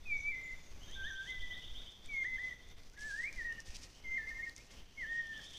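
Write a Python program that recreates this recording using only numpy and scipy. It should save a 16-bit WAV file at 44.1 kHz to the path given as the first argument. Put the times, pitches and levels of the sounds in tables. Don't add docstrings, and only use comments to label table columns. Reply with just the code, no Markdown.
import sys
import numpy as np
from scipy import signal
from scipy.fft import rfft, irfft
from scipy.io import wavfile
from scipy.ndimage import uniform_filter1d

SR = 44100
rng = np.random.default_rng(int(sys.argv[2]) if len(sys.argv) > 2 else 0)


def natural_amplitude(level_db):
    exponent = np.asarray(level_db, float) / 20
    return 10 ** exponent


def dump_mix(stems):
    frames = np.atleast_2d(stems).T
    limited = np.clip(frames, -1, 1)
    pcm = np.round(limited * 32767).astype(np.int16)
    wavfile.write(sys.argv[1], SR, pcm)


N = 246057


def at_hz(points, hz):
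    point_hz, level_db = np.transpose(points)
    return np.interp(np.log(hz + 1), np.log(point_hz), level_db)


def in_time(rows):
    s, *columns = np.transpose(rows)
    return [np.interp(np.arange(N) / SR, s, c) for c in columns]


def band_one(x, low_hz, high_hz):
    band = signal.sosfilt(signal.butter(4, [low_hz, high_hz], "band", fs=SR, output="sos"), x)
    return x / np.std(band)


def coloured(x, spectrum):
    gain_db = at_hz(spectrum, np.fft.rfftfreq(N, 1 / SR))
    return irfft(rfft(x) * natural_amplitude(gain_db), N)


def drift(rate_hz):
    r = np.exp(-2 * np.pi * rate_hz / SR)
    slow = signal.lfilter([1], [1, -2 * r, r * r], rng.standard_normal(N + SR))[SR:]
    return slow / np.std(slow)


def swells(rows, rise_db_per_s, fall_db_per_s, rest_db):
    t = np.arange(0, N, 20) / SR
    s, level_db, held_s = np.transpose(rows)[:, :, None]
    rising_db = rise_db_per_s * np.maximum(s - t, 0)
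    falling_db = fall_db_per_s * np.maximum(t - s - held_s, 0)
    loudest_db = (level_db - rising_db - falling_db).max(axis=0)
    return np.maximum(np.interp(np.arange(N) / SR, t, loudest_db), rest_db)


def add(out, start_s, sound):
    at = round(start_s * SR)
    out[at:at + len(sound)] += sound[:N - at]


def glide(length_s, start_hz, end_hz, bend, soft):
    u = np.linspace(0, 1, round(length_s * SR))
    hz = start_hz + (end_hz - start_hz) * u ** bend
    arch = np.abs(np.sin(np.pi * u)) ** soft
    return np.sqrt(2) * arch * np.sin(2 * np.pi * np.cumsum(hz) / SR)


def trunks(x, t60_s, wet_db, first_s, direct=None, bead_db=2.0):
    t = np.arange(SR + SR // 2) / SR
    scatter = rng.standard_normal(len(t))
    near = scatter * natural_amplitude(-60 * t / t60_s)
    far = scatter[::-1] * natural_amplitude(-18 - 60 * t / 1.8)
    tail = (near + far) * np.clip(t / first_s, 0, 1) ** 2
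    wet = signal.fftconvolve(x, tail / np.linalg.norm(tail))[:N]
    return (x if direct is None else direct) + natural_amplitude(wet_db + bead_db * drift(25)) * wet


# frequency in Hz, density in dB per Hz.
HUM_SPECTRUM = [(30, -4.5), (50, -6), (120, -15), (270, -19.5), (550, -24), (1000, -28), (2600, -32.5),
                (3500, -29.5), (4000, -40), (6400, -41.5), (7500, -71), (10000, -48.5), (15500, -41)]


def forest_hum():
    hum = band_one(coloured(rng.standard_normal(N), HUM_SPECTRUM), 145.6, 990)
    return hum * natural_amplitude(-65.5 + .7 * drift(4.05))


def insects():
    centre_hz, width_hz, level_db = 6000, 300, -73
    r = np.exp(-np.pi * width_hz / SR)
    resonance = [1, -2 * r * np.cos(2 * np.pi * centre_hz / SR), r * r]
    buzz = signal.lfilter([1, 0, -1], resonance, rng.standard_normal(N))
    return natural_amplitude(level_db + 1.5 * drift(5.5)) * buzz / np.std(buzz)


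# frequency in Hz, density in dB per Hz.
RUMBLE_SPECTRUM = [(12, 8), (25, 5), (45, -11.5), (70, -10), (92, -14.5), (115, -38.5), (200, -59)]
# start in seconds, level in dB, hold in seconds.
GUSTS_ON_PORT = [(.06, -45.5, 0.12), (.25, -54, 0.079), (.5, -52, 0.56), (.75, -62, 0.17),
                 (.96, -46, 0.074), (1.4, -44, 0.012), (1.7, -47, 0.084), (2.07, -48.5, 0.0097),
                 (2.3, -50, 0.027), (2.7, -50.5, 0.19), (2.87, -59, 0.48), (3.37, -46.5, .01),
                 (3.7, -49, 0.036), (4.07, -49, 0.02), (4.3, -53.5, 0.029), (4.82, -56.5, 0.017),
                 (4.99, -53.5, 0.023), (5.33, -64, 0.13)]


def port_rumble():
    level_db = swells(GUSTS_ON_PORT, rise_db_per_s=219, fall_db_per_s=98.5, rest_db=-71)
    rumble = band_one(coloured(rng.standard_normal(N), RUMBLE_SPECTRUM), 9.4, 130)
    return rumble * natural_amplitude(level_db + 0.5 * drift(32))


# frequency in Hz, density in dB per Hz.
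LITTER_SPECTRUM = [(1180, -31), (2000, -6), (2500, -6.5), (3320, -19), (3610, -11), (4180, -7), (5260, -7),
                   (10000, -24), (15500, -52)]
# frequency in Hz, density in dB per Hz.
CRUNCH_SPECTRUM = [(1500, -32.5), (2500, -10), (4000, -9), (5500, -5), (6500, -8.5), (8000, -15.5),
                   (10000, -21.5), (15500, -51)]
# start in seconds, level in dB, hold in seconds.
LITTER_STIRS = [(1.23, -71, 0.059), (1.5, -84, 0.022), (1.91, -71, 0.0082), (2.062, -95, 0.0021),
                (2.69, -83, 0.0057), (2.86, -71, 0.0088), (2.938, -73, 0.0025), (2.99, -67, 0.0083),
                (3.012, -60.5, 0.021), (3.05, -65, 0.048), (3.1, -63.5, 0.05), (3.155, -65, 0.041),
                (3.21, -65, 0.045), (3.28, -72, 0.025), (3.4, -77, 0.29), (3.35, -63, 0.026),
                (3.39, -69, 0.04), (3.604, -65, 0.0029), (3.668, -63, 0.021), (3.7, -65, 0.012),
                (3.722, -66, .008), (3.735, -69, .01), (3.748, -57.5, 0.012), (3.772, -64.5, 0.016),
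                (3.826, -62.5, 0.02), (3.85, -69, 0.015), (3.9, -68.5, 0.085), (4.292, -68, 0.011),
                (4.33, -73.5, 0.088), (4.45, -70.5, 0.068), (4.562, -60.5, 0.0094), (4.6, -65.5, 0.07),
                (4.71, -67.5, 0.019), (4.76, -71, 0.034), (5.13, -67, 0.031), (5.3, -72.5, 0.084),
                (5.44, -61.5, 0.014), (5.49, -67, .02), (5.535, -64.5, 0.052)]


def leaf_crackle():
    stir_db = swells(LITTER_STIRS, rise_db_per_s=599, fall_db_per_s=395, rest_db=-120)
    rest_db = -76.5 + .8 * drift(8)
    sizes = natural_amplitude(1.8 * np.minimum(rng.exponential(1, N), 5)) * rng.choice([-1, 1], N)
    grains_per_s = 4500 * natural_amplitude(3.2 * drift(45))
    grains = sizes * (rng.random(N) < grains_per_s / SR)
    litter = band_one(coloured(grains, LITTER_SPECTRUM), 7980, 9450)
    crunch = band_one(coloured(grains[::-1], CRUNCH_SPECTRUM), 7880, 10260)
    return natural_amplitude(rest_db - 8.0) * litter + natural_amplitude(stir_db - 9.0) * crunch


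# start in seconds, peak in dB, ring in Hz.
LEAF_SNAPS = [(0.9126, -50, 6180), (1.2294, -57, 4860), (1.305, -51, 6120), (2.06, -51, 8290),
              (2.6884, -55, 6560), (2.759, -65, 3550), (2.783, -58, 3550), (2.976, -54, 3470),
              (2.993, -52, 5210), (3.082, -55, 6000), (3.126, -55, 5500), (3.149, -58, 6500),
              (3.163, -51, 5000), (3.349, -56, 5220), (3.36, -52, 5840), (3.662, -58, 5300),
              (3.679, -57, 6000), (3.72, -53, 5460), (3.909, -55, 5650), (2.8345, -54, 4580),
              (2.8984, -51, 5900), (2.9352, -56, 7070), (3.009, -46, 6170), (3.02, -51, 5140),
              (3.027, -50, 4660), (3.103, -53, 4170), (3.108, -53, 6350), (3.178, -52, 4560),
              (3.208, -54, 3950), (3.3276, -45.5, 6440), (3.404, -61, 7670), (3.525, -50, 5320),
              (3.6032, -41, 5850), (3.6708, -53, 4580), (3.7056, -48, 5590), (3.751, -48, 5520),
              (3.7587, -48, 5420), (3.767, -40, 5000), (3.8, -56, 4900), (3.8285, -55, 5600),
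              (3.8347, -48, 6030), (4.292, -53, 4420), (4.466, -59, 4390), (4.4957, -44, 4400),
              (4.564, -34.5, 6130), (4.713, -51, 2995), (5.1552, -71, 5570), (5.27, -52, 5630),
              (5.378, -52, 5550), (5.4156, -54, 5430), (5.447, -52, 5250), (5.535, -53, 5550),
              (5.572, -51, 5920), (4.58, -48, 5310)]


def leaf_snaps():
    out = np.zeros(N)
    t = np.arange(400) / SR
    leaf = signal.butter(3, [2000, 9500], "band", fs=SR, output="sos")
    for s, peak_db, hz in LEAF_SNAPS:
        crack = rng.standard_normal(len(t)) * natural_amplitude(-60 * t / 0.0078)
        ring = 1.77 * np.sin(2 * np.pi * hz * t) * natural_amplitude(-60 * t / 0.0045)
        add(out, s, natural_amplitude(peak_db) * signal.sosfilt(leaf, crack + ring))
    return out


# start and length in seconds, start
# and end in Hz, level in dB.
NEAR_GLIDES = [(.878, .112, 1640, 2680, -67), (2.925, .045, 1400, 1800, -68),
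               (2.965, .016, 1800, 2230, -61), (2.98, .016, 2200, 1950, -65),
               (3.018, .025, 2100, 2150, -62), (4.092, .02, 1250, 1680, -70), (4.108, .02, 1640, 1740, -69),
               (4.56, .078, 1950, 2760, -62), (4.18, .07, 3700, 3490, -76), (2.236, .014, 1570, 1800, -57),
               (2.374, .014, 1570, 1800, -57), (2.515, .02, 1960, 1790, -53), (1.795, .03, 1300, 1720, -70)]
# start and length in seconds, start and end in Hz, level in dB.
FAR_SQUEAKS = [(.05, .04, 6220, 6200, -76), (.155, .075, 6000, 5930, -67), (.1, .15, 7100, 6600, -79),
               (.25, .07, 6750, 7050, -78), (.4, .13, 7150, 6700, -75), (.55, .05, 7150, 6900, -79),
               (.6, .12, 6750, 6380, -73), (.72, .1, 6450, 6300, -80), (.8, .19, 6500, 6150, -72),
               (1.0, .07, 6300, 6200, -76), (1.06, .11, 6200, 5850, -66), (1.23, .1, 6600, 6100, -76),
               (2.13, .16, 6620, 6280, -73), (2.3, .15, 6250, 6050, -77), (2.18, .06, 8650, 8420, -82),
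               (4.05, .11, 6350, 6300, -72), (5.13, .1, 5700, 5600, -73), (3.69, .05, 2700, 2300, -68),
               (2.99, .03, 8400, 8000, -75), (3.03, .03, 7800, 7450, -73), (3.055, .04, 7500, 8200, -70),
               (3.11, .05, 8000, 7600, -75), (3.2, .03, 7600, 8150, -73)]


def small_birds():
    near, far = np.zeros((2, N))
    for out, calls, bend in ((near, NEAR_GLIDES, 1.25), (far, FAR_SQUEAKS, .8)):
        for s, length_s, start_hz, end_hz, level_db in calls:
            add(out, s, natural_amplitude(level_db) * glide(length_s, start_hz, end_hz, bend, soft=.35))
    near = near * natural_amplitude(2.5 * drift(40))
    far = far * natural_amplitude(5.5 * drift(350) - 2.5)
    near = trunks(near, t60_s=0.33, wet_db=-10.0, first_s=0.009)
    return near + trunks(far, t60_s=0.3, wet_db=1.5, first_s=0.0052, bead_db=.5)


# start in seconds, syllable count, period in seconds, start and end in Hz.
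TRILL_BOUTS = [(.0, 6, 0.11, 3290, 3720), (0.81, 1, 0.12, 2870, 3340), (.855, 1, .1, 3560, 3790),
               (.916, 9, .118, 2965, 3720), (2.001, 7, 0.12, 3050, 3700), (3.48, 1, 0.095, 2540, 3080),
               (3.575, 1, .1, 2540, 2880), (3.919, 1, 0.1, 2720, 3260), (4.041, 1, 0.1, 2707, 3240),
               (4.67, 1, 0.1, 2565, 3347), (4.764, 1, 0.1, 2450, 3546), (4.864, 1, 0.1, 2640, 3360),
               (4.968, 1, 0.09, 2676, 3440), (5.054, 3, 0.09, 2910, 3600), (5.33, 1, 0.1, 2875, 3630),
               (5.432, 2, 0.106, 2970, 3687)]
# time in seconds, level in dB.
TRILL_LOUDNESS = [(0, -70), (.54, -71.5), (.811, -62), (.855, -67.5), (.915, -56), (1.145, -55.5),
                  (1.39, -54), (1.51, -55), (1.63, -54.5), (1.75, -55), (1.88, -54.5), (2.0, -65.5),
                  (2.12, -64), (2.24, -62.5), (2.36, -63), (2.48, -64.5), (2.6, -64), (2.72, -73),
                  (3.48, -67), (3.57, -80), (3.92, -67), (4.04, -72), (4.665, -67), (4.765, -65.5),
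                  (4.865, -66), (4.97, -67.5), (5.055, -63), (5.145, -63.5), (5.235, -62.5), (5.33, -57.5),
                  (5.43, -55.5), (5.54, -53.5)]


def triller():
    jitter_s, jitter_hz, jitter_db = .002, 22, .7
    turning_db_per_s, faint_second_db = 7, 5
    out, direct = np.zeros((2, N))
    for first_s, count, period_s, bout_low_hz, bout_high_hz in TRILL_BOUTS:
        for k in range(round(count)):
            due_s = first_s + k * period_s
            chance = rng.standard_normal(4)
            s = abs(due_s + jitter_s * chance[0])
            low_hz = bout_low_hz + jitter_hz * chance[1]
            high_hz = bout_high_hz + jitter_hz * chance[2]
            level_db = np.interp(due_s, *np.transpose(TRILL_LOUDNESS)) + jitter_db * chance[3]
            facing_db = .8 * min(level_db + 58, 0) - turning_db_per_s * np.clip(s - 1.1, 0, .5)
            second_db = -7.5 + faint_second_db * (level_db < -59)
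            strokes = [(0, 2.5, 0.04, low_hz, high_hz),
                       (.044, -4, 0.0257, high_hz, low_hz * 1.05),
                       (.066, second_db, 0.047, low_hz * 1.04, high_hz)]
            for lag_s, stroke_db, length_s, start_hz, end_hz in strokes:
                chirp = glide(length_s, start_hz, end_hz, bend=0.885, soft=0.25)
                chirp = natural_amplitude(level_db + stroke_db) * chirp
                at_s = min(s + lag_s, N / SR)
                add(out, at_s, chirp)
                add(direct, at_s, natural_amplitude(facing_db) * chirp)
    eddies = natural_amplitude(1.6 * drift(130))
    flutter_hz = 119 * (1 + 0.078 * drift(29))
    throat = 1 + .42 * np.sin(2 * np.pi * np.cumsum(flutter_hz) / SR)
    gain = eddies * throat
    return trunks(out * gain, t60_s=.33, wet_db=.8, first_s=.008, direct=direct * gain, bead_db=.3)


# time in seconds, pitch in Hz, level in dB.
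STEP_DOWN_PHRASE = [(.05, 2587, -56.5), (.121, 2307, -35), (.179, 2235, -41), (.207, 2220, -57),
                    (.274, 2316, -35.5), (.305, 2354, -39), (.328, 2050, -43.5), (.4, 2072, -46.5),
                    (.547, 2044, -48)]
STEP_UP_PHRASE = [(0.951, 1585, -55), (1.037, 1558, -46), (1.085, 1868, -43.5), (1.098, 1800, -46.5),
                  (1.113, 1570, -45.5), (1.15, 1560, -49), (1.2, 1560, -45), (1.25, 1600, -53)]
BEADED_PHRASE = [(1.251, 1603, -52), (1.274, 1956, -55), (1.296, 2058, -47), (1.369, 2005, -47),
                 (1.44, 1982, -46), (1.47, 1983, -51), (1.52, 1994, -45.5), (1.56, 1976, -59),
                 (1.607, 2022, -53)]
SCOOPED_PHRASE = [(2.083, 2346, -49.5), (2.156, 2160, -39.5), (2.227, 2104, -35.5), (2.24, 2054, -38),
                  (2.361, 2051, -42.5), (2.39, 2012, -40.5), (2.477, 2035, -44.5), (2.532, 1947, -48.5)]
CLIMB_PHRASE = [(2.969, 1647, -56), (3.024, 1712, -49), (3.077, 1752, -45.5), (3.122, 1577, -44),
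                (3.15, 1688, -40.5), (3.208, 1903, -38.5), (3.241, 2066, -40.5), (3.285, 2406, -43),
                (3.305, 2503, -60)]
SETTLE_PHRASE = [(3.35, 2123, -57), (3.372, 2083, -50), (3.416, 1830, -41), (3.44, 1787, -50),
                 (3.454, 1902, -39.5), (3.524, 1823, -41.5), (3.562, 1813, -65), (3.599, 1792, -51)]
HELD_PHRASE = [(4.034, 2185, -58), (4.061, 2088, -46.5), (4.143, 2087, -36), (4.175, 2114, -38.5),
               (4.184, 1833, -39), (4.21, 1770, -49.5), (4.256, 1754, -44.5)]
WARBLED_PHRASE = [(4.258, 1760, -51.5), (4.295, 1850, -40.5), (4.325, 1810, -48.5), (4.365, 1830, -43.5),
                  (4.405, 1850, -42), (4.445, 1860, -42.5), (4.475, 1860, -41), (4.505, 1840, -53.5)]
DIP_PHRASE = [(4.963, 2207, -62), (4.989, 2160, -43.5), (5.009, 2077, -41.5), (5.052, 1706, -42),
              (5.07, 1793, -51), (5.102, 1840, -38), (5.19, 1867, -36), (5.255, 1819, -48),
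              (5.399, 1752, -46)]
SONG = [STEP_DOWN_PHRASE, STEP_UP_PHRASE, BEADED_PHRASE, SCOOPED_PHRASE, CLIMB_PHRASE, SETTLE_PHRASE,
        HELD_PHRASE, WARBLED_PHRASE, DIP_PHRASE]
# time in seconds, drop in dB, half width in seconds, scoop from below in Hz.
VOICE_CATCHES = [(1.41, 18, 0.026, 1.3), (1.468, 14, .01, 0.89), (1.495, 15, 0.015, 0.89),
                 (1.546, 0.5, 0.051, 157), (2.24, 25, 0.0085, 490), (2.375, 31, 0.0098, 490),
                 (2.501, 9, 0.013, 29.4), (3.171, 9, 0.027, 1.07), (3.224, 11, 0.016, 1.3),
                 (3.44, 13, 0.0078, 1.45), (4.259, 16, 0.015, 1.77), (5.392, 8.5, 0.027, 117)]
# start and end in seconds, turns per second, depth in Hz.
SONG_VIBRATO = (.325, .55, 30.5, 45.)


def songbird():
    t = np.arange(N) / SR
    hz, level_db = in_time([row for phrase in SONG for row in phrase])

    note_s, warble_up_hz, warble_catch_db = .039, 275.5, 7
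    switches_s = 4.266 + note_s * np.arange(6)
    for s in switches_s[::2]:
        hz = hz + warble_up_hz * (t > s) * (t < s + note_s)
    warble_catches = [(s, warble_catch_db, .012, 0) for s in switches_s[1:]]

    scoop_s, attack_s = .012, .013
    for s, drop_db, half_s, scoop_hz in list(VOICE_CATCHES) + warble_catches:
        level_db = level_db - drop_db * np.clip(1 - abs(t - s) / half_s, 0, 1)
        hz = hz - scoop_hz * (t > s) * np.exp(-abs(t - s) / scoop_s)
    hz = uniform_filter1d(hz, size=120)
    start_s, end_s, turns_hz, depth_hz = SONG_VIBRATO
    hz = hz + depth_hz * np.sin(2 * np.pi * turns_hz * (t - start_s)) * (t > start_s) * (t < end_s)

    singing = np.zeros(N)
    for phrase in SONG:
        singing += np.clip((t - phrase[0][0]) / attack_s, 0, 1) * (t <= phrase[-1][0])
    gain = uniform_filter1d(natural_amplitude(level_db) * singing, size=260)
    gain = gain * natural_amplitude(1.28 * drift(38))
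    phase = 2 * np.pi * np.cumsum(hz) / SR
    voice = np.sqrt(2) * gain * (np.sin(phase) + natural_amplitude(-38) * np.sin(2 * phase))
    return trunks(voice, t60_s=.45, wet_db=-10, first_s=.012, bead_db=1.0)


def scene():
    background = forest_hum() + insects() + port_rumble()
    leaves = leaf_crackle() + leaf_snaps()
    return (background + leaves + small_birds() + triller() + songbird())[None]


# start and end in seconds, depth in dB.
GATE_LULLS = [(-.2, 0.033, 3), (0.556, 0.706, 2.5), (1.599, 1.628, 1.5), (1.825, 2.039, 3),
              (2.496, 2.703, 3.5), (2.714, 2.762, 6.5), (2.756, 2.97, 3.5), (3.599, 3.641, 4.5),
              (3.848, 4.028, 3.5), (4.494, 4.566, 6.5), (4.543, 4.695, 4.5), (4.788, 4.966, 4.5)]


def gate_db():
    sink_s, reopen_s = 0.081, 0.015
    t = np.arange(N) / SR
    sunk_db = np.zeros(N)
    for start_s, end_s, depth_db in GATE_LULLS:
        sinking = (t - start_s) / min(sink_s, end_s - start_s)
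        reopening = 1 - (t - end_s) / reopen_s
        sunk_db += depth_db * np.clip(np.minimum(sinking, reopening), 0, 1)
    return 0.7 * drift(14.0) - sunk_db


def roll_off(x):
    return signal.sosfilt(signal.butter(12, 15640, fs=SR, output="sos"), x)


def record(dry):
    hiss_filter = signal.butter(2, 3000, "high", fs=SR, output="sos")
    hiss = signal.sosfilt(hiss_filter, rng.standard_normal(dry.shape))
    heard = dry + natural_amplitude(-79 + .4 * drift(6)) * hiss
    rolled = signal.sosfilt(signal.butter(2, 14000, fs=SR, output="sos"), heard)
    gated = rolled * natural_amplitude(gate_db())
    mix = signal.sosfilt(signal.cheby2(20, 50, 15700, fs=SR, output="sos"), gated)
    return roll_off(mix)


dry = scene()
out = record(dry)
dump_mix(out)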